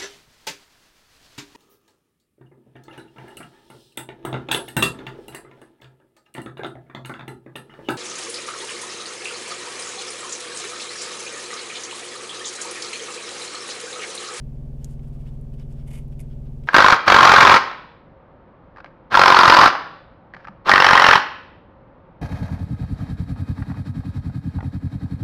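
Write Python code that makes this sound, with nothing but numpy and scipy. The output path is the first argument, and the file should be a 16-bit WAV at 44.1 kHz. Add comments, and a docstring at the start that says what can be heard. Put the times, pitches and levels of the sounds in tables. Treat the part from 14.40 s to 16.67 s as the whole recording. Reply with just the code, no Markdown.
"""You hear a deep, steady diesel idle inside a small padded truck cab, with a paper plate handled close by.
The idle is a stack of cosine harmonics: a thump, then a boom of the cab panels, under a thin clatter.
Muffled combustion noise pulses with it, over steady noises for rumble and hiss and a wash that swells.
The plate gives a sharp snap and tiny ticks (short rings), two scrapes and soft brushes (shaped noise),
dull taps (ringing modes) and low bumps as it bends."""
import sys
import numpy as np
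from scipy import signal
from scipy.fft import rfft, irfft
from scipy.io import wavfile

SR = 44100
rng = np.random.default_rng(int(sys.argv[2]) if len(sys.argv) > 2 else 0)


def dump_mix(stems):
    """Bounce the given channels to the path in sys.argv[1] as a 16-bit WAV at rate SR."""
    frames = np.atleast_2d(stems).T  # one column per channel
    limited = np.clip(frames, -1, 1)  # hard clip at full scale
    pcm = np.round(limited * 32767).astype(np.int16)
    wavfile.write(sys.argv[1], SR, pcm)


N = 100239  # length in samples
T = np.arange(N) / SR  # time in seconds

# In every colour table, each row: frequency in Hz, relative noise level in dB per Hz.
# Colour of the low rumble of the cab.
RUMBLE_COLOUR = [(10, -5.5), (25, 9), (60, 9), (110, -7.5), (170, -6), (250, -5), (400, -16.5), (900, -50)]
RUMBLE_DB = -48.5
# Mid-range wash that swells and recedes as the microphone turns. 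Each row: time in seconds, level in dB.
WASH_LEVEL = [(0, -72), (.45, -70), (.8, -66.5), (1.2, -72.5), (1.55, -68.5), (1.8, -72), (2.27, -70.5)]
# Colour of the wash.
WASH_COLOUR = [(300, -16), (600, -5.5), (850, 1.5), (1200, -2.5), (1600, -16), (3000, -38)]
# Colour of the faint steady hiss, before its lows are cut.
HISS_COLOUR = [(880, -43), (1500, 1.5), (1700, -2.5), (2540, -3.5), (3910, -8.5), (5240, -11), (6310, -12),
               (15500, -19.5)]
HISS_DB, HISS_LOW_CUT_HZ = -72.5, 1050  # level is set before the cut

# Soft brushes over the paper. Each row: middle in seconds, half length in seconds, level in dB,
# share of fine fizz in the power from 0 to 1.
BRUSHES = [(0.437, 0.033, -66.5, 0.3), (0.517, 0.024, -65, 0.9), (0.638, 0.011, -67, 0.25),
           (0.678, 0.013, -69, 0.44), (.745, 0.02, -68.5, 0.26), (0.811, 0.014, -66.5, 0.34),
           (0.876, 0.017, -61.5, 0.13), (0.943, 0.02, -72.5, 0.3), (1.142, 0.008, -65, 0.2),
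           (1.208, 0.018, -60, .1), (1.317, 0.017, -67, 0.37), (1.394, 0.029, -65, 0.09),
           (1.62, .025, -74, .5), (1.727, 0.0084, -64.5, .15), (1.83, .025, -71.5, 0.2),
           (1.92, 0.02, -66.5, 0.04), (2.067, 0.014, -67.5, 0), (2.241, 0.0031, -61, .2),
           (2.268, 0.008, -64.5, 0.3)]
# Colour of the dull rubbing in a brush.
DULL_COLOUR = [(500, -3), (1400, 4), (1900, -0.5), (2500, 2.5), (3400, 0), (4300, -8.5), (5300, -3.5),
               (7000, -26.5), (15000, -39)]
# Colour of the fine fizz in a brush.
FIZZ_COLOUR = [(2000, -9), (6200, -9), (8200, -4.5), (10000, -7.5), (12500, -12), (15500, -18)]

# Ways the plate rings. Each row: frequency in Hz, starting level in dB, time to fade by 60 dB in seconds.
PLATE_MODES = [(1440, -8.5, 0.0076), (2214, -4, 0.02), (2500, -4.5, 0.018), (3070, -4.5, .012),
               (3660, -5, 0.0087), (5040, -8, 0.0046)]
# Dull taps of a finger on the plate. 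Each row: time in seconds, strength of the blow in dB.
TAPS = [(.594, -55.5), (1.199, -61), (1.512, -54), (1.539, -49), (1.8045, -57), (2.237, -55.5)]
# The plate flexes under the longest scrape. Each row: start in seconds, level in dB before the fades.
FLEXES = [(1.507, -42), (1.536, -41.5), (1.5574, -44)]
FLEX_HZ, FLEX_FADE_S = 175, .025

# Scrapes of fingers on the plate. Each row: peak in seconds, rise in seconds, fall in seconds,
# level in dB of the body without its ring, fine grit against that body in dB.
SCRAPES = [(1.478, .008, 0.018, -60.5, 0), (1.514, 0.007, 0.0041, -58, -4.5),
           (1.539, 0.015, 0.023, -52.5, -4), (1.557, 0.0034, 0.0099, -59.5, 3),
           (1.582, .006, 0.016, -60.5, 0.5), (1.795, .002, 0.0035, -57.5, -2),
           (1.804, .004, 0.0099, -55.5, 1.5)]
# Colour of the plate's body in a scrape.
SCRAPE_COLOUR = [(450, 1), (1200, -10.5), (1850, -11.5), (2200, 4), (2600, 1.5), (3200, -1.5), (4200, -10),
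                 (6500, -12), (12000, -38)]
# Colour of the fine grit in a scrape.
GRIT_COLOUR = [(3000, -16), (6000, -7), (8800, 1), (11500, -1), (13500, -12), (15500, -9.5)]
GRAINS_PER_S, GRAIN_SPREAD_DB = 4000, 2.5
STICK_SLIP_HZ, STICK_SLIP_DB = 160, 1  # speed and typical depth of the random clumping
SCRAPE_RING_DB = -4  # the ringing modes against the body

# Snaps and ticks of the plate's rim. Each row: time in seconds, peak level in dB, ring frequency in Hz.
TICKS = [(.4453, -23.5, 6750), (0.4465, -32, 7400), (.5355, -52, 7000), (.656, -60, 12000),
         (.684, -61, 11500), (1.0129, -50, 9800), (1.1396, -55, 3930), (1.1975, -46, 5500),
         (1.326, -47, 7850), (1.48, -47, 9000), (1.5069, -45, 10500), (1.534, -41, 9500),
         (1.545, -41, 9300), (1.583, -43, 9000), (1.6815, -55, 11500), (1.8037, -38, 11300),
         (1.813, -40, 9250)]
TICK_RING_S, TICK_TOP_HZ = 0.0003, 12800
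TICK_CRACK = 1.2  # height of the instant crack against the ring

CAB_T60_S, CAB_DB = 0.05, -12.5  # fade by 60 dB, and level of the reflections

# Colour of the combustion noise heard through the firewall.
KNOCK_COLOUR = [(150, 4.5), (300, -6), (420, -0.5), (500, 0), (620, -2), (800, -11.5), (1100, -17.5),
                (1600, -33.5), (3000, -38)]
KNOCK_DB, KNOCK_DEPTH = -58, 0.64
KNOCK_PEAK_S = .023  # time of a peak in the pulsing

IDLE_HZ = 18.98  # engine cycles per second
# Engine harmonics. Each row: multiple of the idle rate, level in dB before the gain of its band.
HARMONICS = [(1, -1), (2, -4), (3, -4), (4, -21.5), (5, -10), (6, -26), (7, -2), (8, -6.5), (9, -42),
             (10, -38.5), (11, -34), (12, -12.5), (13, -18.5), (14, -42), (15, -25.5), (16, -41), (17, -30),
             (18, -30.5), (19, -26.5), (20, -30), (21, -24.5), (22, -31.5), (23, -31.5), (24, -28),
             (25, -38.5), (26, -53), (27, -32), (28, -45.5), (29, -40.5), (30, -27.5), (31, -44.5),
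             (32, -34), (33, -39), (34, -40), (35, -38), (36, -37), (37, -39.5), (38, -46), (39, -40),
             (40, -47), (41, -47.5), (42, -39), (43, -44.5), (44, -45.5), (45, -44.5), (46, -50),
             (47, -43.5), (48, -42)]
# The deep thump and the cab panels that answer it. Each row: top of the band in Hz, lag in seconds,
# gain in dB, typical waver of that gain from 0 to 1.
PANELS = [(85, 0.0013, -36.5, 0), (106, 0.01942, -36, 0.06), (180, .0228, -36.5, 0.05),
          (295, .0174, -35.5, 0.03)]
FIRST_THUMP_S = .0163  # before the lag of each band
WANDER_S = .00012  # typical unevenness of the timing
CLATTER_DB, CLATTER_WAVER = -37, 0.22  # gain of the highest harmonics, and its unevenness

EDGE_HZ = 15600  # top of the recorder's band


def amp(db):
    """Turns decibels into a gain."""
    return 10 ** (np.asarray(db) / 20)


def unit(x):
    """Scales a sound to an average (rms) level of 1."""
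    return x / np.sqrt(np.mean(x ** 2) + 1e-20)


def colour(x, points):
    """Filters x by a curve drawn on a log-frequency axis, then sets its rms to 1."""
    hz, db = np.transpose(points)
    bin_hz = np.fft.rfftfreq(N, 1 / SR)
    curve_db = np.interp(np.log(bin_hz + 1), np.log(hz), db)  # + 1 avoids log(0)
    return unit(irfft(rfft(x) * amp(curve_db), N))


def noise(points):
    """Makes steady coloured noise with an rms of 1."""
    return colour(rng.standard_normal(N), points)


def drift(rate_hz):
    """Makes random motion with an rms of 1, by smoothing away changes much faster than rate_hz."""
    smoothing = np.exp(-(np.fft.rfftfreq(N, 1 / SR) / rate_hz) ** 2)
    return unit(irfft(rfft(rng.standard_normal(N)) * smoothing, N))


def grains(per_s, spread_db):
    """Scatters tiny slips of uneven size at random times."""
    happens = rng.random(N) < per_s / SR
    boost_db = spread_db * np.minimum(rng.exponential(1, N), 3)
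    return rng.standard_normal(N) * happens * amp(boost_db)


def rumble():
    """The low rumble of the cab is steady coloured noise."""
    return amp(RUMBLE_DB) * noise(RUMBLE_COLOUR)


def wash():
    """A soft mid-range noise swells and recedes as the microphone turns."""
    level_db = np.interp(T, *np.transpose(WASH_LEVEL))
    return amp_line(level_db) * noise(WASH_COLOUR)


def wash():
    """A soft mid-range noise swells and recedes as the microphone turns."""
    times, levels_db = np.transpose(WASH_LEVEL)
    return amp(np.interp(T, times, levels_db)) * noise(WASH_COLOUR)


def hiss():
    """A faint steady hiss is coloured noise with its lows cut."""
    low_cut = signal.butter(2, HISS_LOW_CUT_HZ, "high", fs=SR, output="sos")
    return amp(HISS_DB) * signal.sosfilt(low_cut, noise(HISS_COLOUR))


def brushes():
    """Light touches swell and fade, each a blend of dull rubbing and fine fizz."""
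    dull = noise(DULL_COLOUR)
    fizz = colour(grains(per_s=6000, spread_db=0.0), FIZZ_COLOUR)
    out = np.zeros(N)
    for middle, half, db, share in BRUSHES:
        share = np.clip(share, 0, 1)
        swell = np.exp(-.5 * ((T - middle) / half) ** 2)
        blend = np.sqrt(1 - share) * dull + np.sqrt(share) * fizz
        out += amp(db) * swell * blend
    return out


def plate(x):
    """Lets x strike the plate, whose modes ring as fading sines."""
    t = T[:2048]
    ring = sum(amp(db - 60 * t / t60) * np.sin(2 * np.pi * hz * t) for hz, db, t60 in PLATE_MODES)
    return signal.fftconvolve(x, ring)[:N]


def taps():
    """A fingertip knocks softly: each single-sample blow sets the plate ringing."""
    blows = np.zeros(N)
    for start, db in TAPS:
        blows[round(start * SR)] = amp(db)
    return plate(blows)


def flexes():
    """The bending plate gives a soft, low bump: a sine that rises quickly and fades."""
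    out = np.zeros(N)
    for start, db in FLEXES:
        age = np.maximum(T - start, 0)
        rise = 1 - np.exp(-age * FLEX_HZ)
        fade = np.exp(-age / FLEX_FADE_S)
        out += amp(db) * rise * fade * np.sin(2 * np.pi * FLEX_HZ * age)
    return out


def scrapes():
    """Fingers stick and slip over the plate; clumps of grains ring its body under a fine grit."""
    clumping = amp(STICK_SLIP_DB * drift(STICK_SLIP_HZ))
    slips = grains(GRAINS_PER_S, GRAIN_SPREAD_DB) * clumping
    body = colour(slips, SCRAPE_COLOUR) + amp(SCRAPE_RING_DB) * unit(plate(slips))
    grit = colour(slips, GRIT_COLOUR)
    out = np.zeros(N)
    for peak, rise, fall, db, grit_db in SCRAPES:
        shape = np.exp(-np.maximum((peak - T) / rise, (T - peak) / fall))
        out += amp(db) * shape * (body + amp(grit_db) * grit)
    return out


def ticks():
    """The stiff rim snaps: an instant crack and a ring of a few cycles."""
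    out, t = np.zeros(N), T[:256]
    for start, db, hz in TICKS:
        ring = np.cos(2 * np.pi * hz * t) * np.exp(-t / TICK_RING_S)
        crack = TICK_CRACK * (t == 0)
        band = signal.butter(2, [hz / 2, TICK_TOP_HZ], "band", fs=SR, output="sos")
        tick = signal.sosfilt(band, ring + crack)
        part = out[round(start * SR):][:len(t)]  # a view, so adding to it changes out
        part += amp(db) * tick[:len(part)] / abs(tick).max()
    return out


def cab(x):
    """Adds the short, soft reflections of the padded cab, as a fading tail of noise."""
    t = T[:SR // 5]
    fade = np.exp(-np.log(1000) * t / CAB_T60_S)
    tail = rng.standard_normal(len(t)) * (t > .002) * fade  # the first reflections come after 2 ms
    return x + amp(CAB_DB) * signal.fftconvolve(x, tail / np.linalg.norm(tail))[:N]


def knock():
    """Muffled combustion noise swells twice in every engine cycle."""
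    swell = 1 + KNOCK_DEPTH * np.cos(2 * np.pi * 2 * IDLE_HZ * (T - KNOCK_PEAK_S))
    return amp(KNOCK_DB) * unit(swell * noise(KNOCK_COLOUR))


def engine():
    """Each band of panels answers the thump as one pulse; the highest harmonics scatter as clatter."""
    clock = T - FIRST_THUMP_S + WANDER_S * drift(rate_hz=11.6)
    bands = []
    for top_hz, lag, db, waver in PANELS:
        bands.append((top_hz, lag, amp(db) * (1 + waver * drift(rate_hz=18))))
    out = np.zeros(N)
    for multiple, db in HARMONICS:
        hz = multiple * IDLE_HZ
        for top_hz, lag, gain in bands:
            if hz < top_hz:
                break  # keep the lag and gain of the first band that holds this harmonic
        else:  # above every band: clatter, with a random lag and its own waver
            lag = rng.random() / IDLE_HZ
            gain = amp(CLATTER_DB) * (1 + CLATTER_WAVER * drift(rate_hz=16))
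        out += np.sqrt(2) * amp(db) * gain * np.cos(2 * np.pi * hz * (clock - lag))
    return out


def scene():
    """Mixes the cab's background, the plate and the idling engine at one microphone."""
    background = rumble() + wash() + hiss()
    handling = cab(brushes() + taps() + scrapes() + ticks())
    return (background + handling + flexes() + knock() + engine())[None]


def record(dry):
    """Removes what lies above the recorder's band with a steep low-pass filter."""
    low_pass = signal.firwin(401, EDGE_HZ, window=("kaiser", 9), fs=SR)
    margin = len(low_pass) // 2
    padded = np.pad(dry, ((0, 0), (margin, margin)), "reflect", reflect_type="odd")
    return signal.oaconvolve(padded, low_pass[None], "valid")


dry = scene()
out = record(dry)
dump_mix(out)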